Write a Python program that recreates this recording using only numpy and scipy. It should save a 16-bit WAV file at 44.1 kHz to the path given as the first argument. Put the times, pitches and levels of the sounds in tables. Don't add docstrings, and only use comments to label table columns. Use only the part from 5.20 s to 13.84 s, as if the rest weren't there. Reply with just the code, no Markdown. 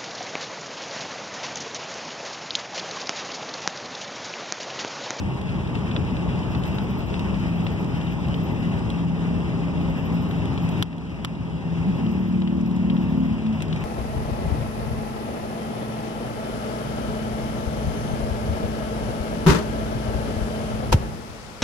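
import sys
import numpy as np
from scipy import signal
from scipy.fft import rfft, irfft
from scipy.io import wavfile
from scipy.ndimage import uniform_filter1d

SR = 44100
rng = np.random.default_rng(int(sys.argv[2]) if len(sys.argv) > 2 else 0)


def pcm_store(signal):
    levels = np.round(np.clip(np.atleast_2d(signal), -1, 1) * 32767)
    wavfile.write(sys.argv[1], SR, levels.astype(np.int16).T)


def voltage_ratio(decibels):
    exponent = np.asarray(decibels, float) / 20
    return 10 ** exponent


N = 381024


def evened(x):
    return x / np.sqrt(np.mean(x ** 2) + 1e-20)


def read(points, hz):
    f, value = np.transpose(points)
    return np.interp(np.log(hz + 1), np.log(f + 1), value)


def curve(points, t):
    return np.interp(t, *np.transpose(points))


def drift(size):
    return evened(uniform_filter1d(uniform_filter1d(rng.standard_normal(N), size), size))


def resonate(x, hz, width_hz):
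    turn = np.exp(2j * np.pi * hz * np.arange(x.shape[-1]) / SR)
    r = np.exp(-np.pi * width_hz / SR)
    return 2 * (turn * signal.lfilter([1 - r], [1, -r], x / turn)).real


def twice_resonated(noise, modes):
    return sum(voltage_ratio(db) * evened(resonate(resonate(noise, hz, width_hz), hz, width_hz))
               for hz, width_hz, db in modes)


def band(x, lo_hz, hi_hz):
    return signal.sosfilt(signal.butter(3, [lo_hz, min(hi_hz, SR / 2 - 100)], "band", fs=SR, output="sos"), x)


def add(mix, s, sound):
    part = mix[:, round(s * SR):][:, :sound.shape[1]]
    part += sound[:, :part.shape[1]]


def wash(shape_db, ref_hz, patchy_db, gust_db):
    frames = N // 256 + 5
    a, b, c, d, patches = rng.standard_normal((frames, 513, 5)).T
    patches = evened(uniform_filter1d(uniform_filter1d(patches, size=10, axis=0), size=12, axis=1))
    gusts = evened(uniform_filter1d(rng.standard_normal(frames), size=5))
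    z = np.array([a + 1j * b, c + 1j * d]) * voltage_ratio(patchy_db * patches + gust_db * gusts)
    x = signal.istft(z, nperseg=1024, noverlap=768)[1][:, :N]
    hz = np.fft.rfftfreq(N, 1 / SR)
    spectrum = rfft(x) * voltage_ratio(shape_db(hz))
    inside = (hz > ref_hz[0]) & (hz < ref_hz[1])
    return irfft(spectrum, N) * N / np.sqrt(2 * np.sum(abs(spectrum[0, inside]) ** 2))


def road(t):
    # start_s, level_db
    roar_level = [(0, -39.5), (.6, -37.5), (1.5, -37), (1.8, -38.5), (2.05, -36.5), (2.6, -38.5),
                  (3.2, -37.5), (3.8, -38), (3.88, -42), (4, -38.5), (5.2, -37.5), (5.6, -37), (6.8, -38.5),
                  (7.1, -42), (7.4, -43), (7.8, -40), (8.15, -41), (8.64, -38.5)]
    # freq_hz, density_db
    rumble = [(21, -38), (32, -18.5), (64, -3.5), (172, -5), (247, -11.0), (269, -14), (398, -18),
              (430, -18.5), (506, -26.5), (538, -22.5), (742, -26), (807, -25.5), (882, -23.5), (1496, -33)]
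    # freq_hz, density_db
    hiss = [(904, -2), (1636, -8.5), (2228, -7), (2723, -5.5), (3897, -17.5), (4457, -22), (5071, -18),
            (6492, -26), (8042, -27.5), (9980, -34.5), (11466, -35.5), (12995, -39)]
    # freq_hz, width_hz, level_db (re roar)
    whines = [(2045, 30, -21), (2765, 25, -20)]

    def low_db(hz):
        return read(rumble, hz) - 40 * np.clip((hz - 250) / 200, 0, 2) ** 2

    def mid_db(hz):
        below = 40 * np.clip((330 - hz) / 150, 0, 2) ** 2
        above = 40 * np.clip((hz - 1200) / 600, 0, 2) ** 2
        return read(rumble, hz) - below - above

    def top_db(hz):
        below = 40 * np.clip((1500 - hz) / 600, 0, 2) ** 2
        above = 60 * np.clip((hz - 14000) / 500, 0, 2)
        return read(hiss, hz) - below - above

    low = voltage_ratio(9.8) * wash(low_db, (40, 140), patchy_db=0.53, gust_db=.6)
    mid = voltage_ratio(0.06) * wash(mid_db, (400, 1800), patchy_db=0.87, gust_db=0.91)
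    top = voltage_ratio(-6.7) * wash(top_db, (2300, 4000), patchy_db=1.04, gust_db=0.98)
    return voltage_ratio(curve(roar_level, t)) * (low + mid + top + twice_resonated(rng.standard_normal((2, N)), whines))


def engine(t):
    # start_s, turns_per_s
    speed = [(0, 38.9), (3, 38.6), (5.5, 38.1), (6.7, 37.6), (7.3, 37.15), (8.1, 36.55), (8.64, 36.2)]
    orders = (3.36, 4.41, 5, 6, 7, 9, 21)
    # cruise_db, cruise_slope_db_per_s, pull_db, pull_slope_db_per_s
    order_levels = [(-34, -1.2, -45, -3), (-37.5, 2.5, -31, -1), (-35.5, -.4, -24.5, -1),
                    (-45, 1.8, -28, 2.5), (-55, 4.4, -37, 7), (-52, -1, -35, -4), (-60, 2.1, -66, -1)]
    # centre_s, order, level_db, half_length_s
    jolts = [
        (6.685, 5.12, -15.5, .035),
        (8.29, 6, -22, .11),
        (8.53, 4.41, -29, .07),
    ]
    pull_from_s, pull_to_s, pull_rise_s, pull_fall_s = 6.7, 8.1, .18, .12
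    settle_s, lift_off_db = 4., -6

    angle, out = 2 * np.pi * np.cumsum(curve(speed, t)) / SR, np.zeros((2, N))
    quarter = np.array([[0], [np.pi / 2]])
    rise, fall = (t - pull_from_s) / pull_rise_s, 1 + (pull_to_s - t) / pull_fall_s
    pull = np.clip(np.minimum(rise, fall), 0, 1)
    for order, (cruise_db, cruise_slope, pull_db, pull_slope) in zip(orders, order_levels):
        waver_rad = .25 * drift(size=5000)
        cruise = cruise_db + cruise_slope * np.minimum(t, settle_s)
        cruise = cruise + lift_off_db * (t > pull_to_s) + 1.3 * drift(size=1200)
        level = (1 - pull) * voltage_ratio(cruise) + pull * voltage_ratio(pull_db + pull_slope * (t - pull_from_s))
        out += level * voltage_ratio(3 + 2.1 * drift(size=3000)) * np.cos(order * angle + waver_rad + quarter)
    for s, order, db, half_s in jolts:
        swell = np.cos(np.clip((t - s) / half_s, -1, 1) * np.pi / 2) ** 2
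        out += voltage_ratio(db + 3) * swell * np.cos(order * angle + quarter)
    return out


def cracks():
    # start_s, peak_db, body_hz, bright_db, low_db
    hits = [
        (5.6252, -1.5, 3200, -18.5, -13),
        (6.0475, -1.5, 3010, -18, -7),
    ]
    out, t = np.zeros((2, N)), np.arange(2600) / SR
    side_rad = np.array([[0], [1.5]])
    for s, db, hz, bright_db, low_db in hits:
        noise = rng.standard_normal((3, 2, len(t)))
        rise = np.minimum(t / 0.0003, 1) ** 2
        body = np.sin(2 * np.pi * hz * t + side_rad) * voltage_ratio(-60 * t / .0036)
        low = np.sin(2 * np.pi * 1180.0 * t) + .8 * np.sin(2 * np.pi * 2350. * t + side_rad)
        low = voltage_ratio(low_db - 60 * t / 0.0064) * low
        bright = voltage_ratio(bright_db - 60 * t / 0.0086) * evened(band(noise[0], 3400.0, 14000.0))
        snap = (body + low + bright) * rise
        snap = snap + voltage_ratio(-15.5) * np.roll(snap, 270, axis=1)
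        scatter = evened(band(noise[1], 1000., 5100.0)) + voltage_ratio(-14.) * evened(band(noise[2], 4100.0, 13000.))
        scatter_db = -26. - 60 * np.maximum(t - .008, 0) / 0.02 - 600 * t
        add(out, s, voltage_ratio(db) * (snap + voltage_ratio(scatter_db) * rise * scatter))
    return out


def ticks(rows, ring_hz, knock_db):
    ring_spread, dull_t60_s, t60_s_per_db = .06, .021, .0003
    out, t = np.zeros((2, N)), np.arange(2600) / SR
    for s, db, bright_db in rows:
        noise = rng.standard_normal((3, 2, len(t)))
        detune, phase = rng.random((2, 2, 1))
        hz = ring_hz * (1 + ring_spread * (rng.random() - .5))
        t60_s = np.clip(dull_t60_s - t60_s_per_db * (bright_db + 38), .004, .2)
        fall = voltage_ratio(-60 * t / t60_s) * np.minimum(t / 0.0008, 1) ** 2
        ring = np.sin(2 * np.pi * hz * t + 6 * phase)
        ring = ring + 0.46 * np.sin(2 * np.pi * (6000 - hz + 200 * detune) * t)
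        bright = voltage_ratio(bright_db + 1.5) * evened(band(noise[1], 3100.0, 9000.0))
        knock = voltage_ratio(knock_db - 1.5) * evened(band(noise[2], 790.0, 2100.))
        crisp = voltage_ratio(-5.) * evened(band(noise[2, ::-1], 2000., 3800.))
        snap = (.7 * ring + crisp + bright + knock) * fall
        snap = snap + voltage_ratio(-15.0) * np.roll(snap, 270, axis=1)
        tail = band(noise[0], 2100., 4300.) + voltage_ratio(bright_db - 4.) * band(noise[1, ::-1], 3000., 13000.)
        tail = voltage_ratio(-5.5 - 60 * t / 0.026) * evened(tail)
        add(out, s, voltage_ratio(db + 3.) * (snap + tail * np.minimum(t / 0.004, 1)))
    return out


def side_panel():
    # start_s, peak_db, bright_db
    rows = [(.1141, -45, -19), (.292, -32, -29), (.4718, -36, -22.5), (.5521, -28, -29),
            (.7125, -26.5, -34), (.7626, -23, -38), (.9667, -31, -34), (1.0894, -36, -22),
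            (1.1578, -38, -13), (1.2096, -40, -17), (1.3481, -27.5, -32), (1.5837, -25, -26),
            (1.8053, -36, -21), (1.9402, -28, -28), (1.9935, -26, -15), (2.1415, -34, -26.5),
            (2.4658, -24.5, -38), (2.6439, -35, -14), (2.812, -33, -25), (2.8679, -38, -20),
            (5.1108, -31, -19), (5.2548, -32, -14), (5.7274, -29, -28), (8.2634, -32.5, -25),
            (8.4043, -30, -18), (8.421, -25, -8), (8.4814, -38, -10)]
    return ticks(rows, ring_hz=2700, knock_db=-4)


def window_frame():
    # start_s, peak_db, bright_db
    rows = [(.213, -31.5, -14), (1.4356, -30, -14), (1.4531, -33, -14), (3.083, -34.5, -14),
            (3.1416, -28, -27), (3.5377, -37, -17.5), (3.701, -27, -15), (5.376, -29, -29),
            (5.4894, -33, -6), (5.7808, -31, -14), (6.1506, -33, -31.5), (6.8635, -33.5, -25),
            (7.2182, -30.5, -34), (7.2741, -31, -35), (7.5116, -39, -10), (7.6987, -28, -30),
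            (7.7665, -35, -31), (8.3252, -38, -18), (8.5268, -25.5, -24), (8.5607, -32, -16)]
    return ticks(rows, ring_hz=3230, knock_db=-9)


def chatter():
    # first_turn_s, last_turn_s, peak_db
    bouts = [(1.305, 1.9, -53), (2.04, 2.07, -58), (2.2, 3.0, -56), (3.075, 3.4, -54), (3.48, 3.57, -58),
             (4.615, 5.2, -55), (5.345, 5.6, -55), (5.92, 5.95, -58), (6.757, 7.1, -57), (7.39, 7.6, -58),
             (7.735, 8.15, -58), (8.27, 8.5, -62), (8.6, 8.63, -51)]
    # freq_hz, width_hz, level_db
    modes = [(13280, 250, -9), (13520, 200, -5), (13750, 160, -3), (14000, 300, -4.5)]
    wheel_turn_s, bout_edge_db, turn_spread_db = .0798, -7, 2.2
    squeak_hz, squeak_fall_hz, squeak_s, squeak_db = 13850, 650, .04, -.7

    shake, squeaks, t = np.zeros((2, N)), np.zeros((2, N)), np.arange(5000) / SR
    done = np.minimum(t / squeak_s, 1)
    rise = np.sin(np.minimum(t / .012, 1) * np.pi / 2) ** 2
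    for first, last, peak_db in bouts:
        chance = rng.standard_normal(size=(20, 2))
        for s, (luck, tune) in zip(np.arange(first, last, wheel_turn_s), chance):
            off_centre = 2 * (s - first) / (last - first) - 1
            db = peak_db + bout_edge_db * off_centre ** 2 + turn_spread_db * luck
            add(shake, s - .008, voltage_ratio(db - 60 * t / .22)[None] * rise)
            hz = squeak_hz + 90 * tune - squeak_fall_hz * done
            squeak = np.sin(np.pi * done ** .6) * np.sin(2 * np.pi * np.cumsum(hz) / SR)
            add(squeaks, s - .008, voltage_ratio(db + squeak_db) * squeak[None])
    noise = rng.standard_normal((2, N))
    rough = .6 + .8 * evened(uniform_filter1d(noise[::-1], size=100))
    return voltage_ratio(-1.2) * shake * twice_resonated(noise, modes) + rough * squeaks


def grit():
    hits_per_s, level_db = 50, -59
    t = np.arange(300) / SR
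    hits = (rng.random(N) < hits_per_s / SR) * voltage_ratio(level_db + 4.5 * np.minimum(rng.exponential(1, N), 3))
    burst = signal.oaconvolve(hits, voltage_ratio(-60 * t / .012))[:N]
    return burst * evened(band(rng.standard_normal((2, N)), 2500., 7500.))


def ports(pair):
    # freq_hz, likeness_0_to_1
    likeness = [(80, 0.6), (215, 0.92), (516, 0.28), (900, 1), (1421, 0.067), (2050, .9), (3150, 0.79),
                (3700, .63), (4280, 0.96), (4780, .42), (5350, .8), (6000, 0.58), (6500, 0.75), (7150, .3)]
    # freq_hz, left_above_right_db
    left_db = [(43, 6.5), (333, 0), (495, -3.5), (1162, 0.4), (6546, 3.5), (9776, 8), (10099, 17),
               (11735, 13), (13038, 25), (13318, 5), (14104, 20.5), (14298, 4)]
    # freq_hz, left_lead_rad
    lead_rad = [(0, 0), (480, -1.0), (540, .2), (1250, 0), (1450, 2.9), (1700, 2.4), (2200, 3.14),
                (4350, 9.4), (6550, 15.7), (14600, 38.5)]
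    hz, (left, other) = np.fft.rfftfreq(N, 1 / SR), rfft(pair)
    same = np.clip(curve(likeness, hz), 0, 1)
    shift = np.exp(-1j * curve(lead_rad, hz)) * voltage_ratio(-read(left_db, hz))
    right = shift * (same * left + np.sqrt(1 - same ** 2) * other)
    return irfft(np.array([left, right]), N)


def scene():
    t = np.arange(N) / SR
    return ports(road(t) + engine(t) + cracks() + side_panel() + window_frame() + chatter() + grit())


def gain_control():
    # start_s, depth_db
    ducks = [
        (5.627, 9.5),
        (6.049, 7.5),
    ]
    fall_s, recover_db_per_s = .008, 10.5
    t = np.arange(N) / SR
    dips_db = [np.clip((t - s) / fall_s, 0, 1) * np.maximum(db - recover_db_per_s * (t - s), 0)
               for s, db in ducks]
    return voltage_ratio(-np.max(dips_db, axis=0))


def joint_gate(x, under_db, count):
    settings = dict(nperseg=2048, noverlap=1024, window="cosine")
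    z = signal.stft([x[0] + x[1], x[0] - x[1]], **settings)[2]
    edges = np.geomspace(36, 700, count).astype(int)
    for lo, hi in zip(edges, edges[1:]):
        power = (abs(z[:, lo:hi]) ** 2).mean(1)
        limit = voltage_ratio(-2 * np.interp(lo, [100, 200], under_db))
        z[:, lo:hi] *= (power > power[::-1] * limit)[:, None]
    total, apart = signal.istft(z, **settings)[1][:, :N]
    return np.array([total + apart, total - apart]) / 2


def band_limit(x):
    return signal.sosfilt(signal.butter(12, 15020, fs=SR, output="sos"), x)


def record(dry):
    dry = signal.sosfilt(signal.butter(2, 38., "high", fs=SR, output="sos"), dry) * gain_control()
    edged = signal.oaconvolve(dry, signal.firwin(255, 14250., window=("kaiser", 6), fs=SR)[None], "same")
    gated = joint_gate(edged, under_db=[12., 6.5], count=46)
    return band_limit(gated)


dry = scene()
out = record(dry)
pcm_store(out)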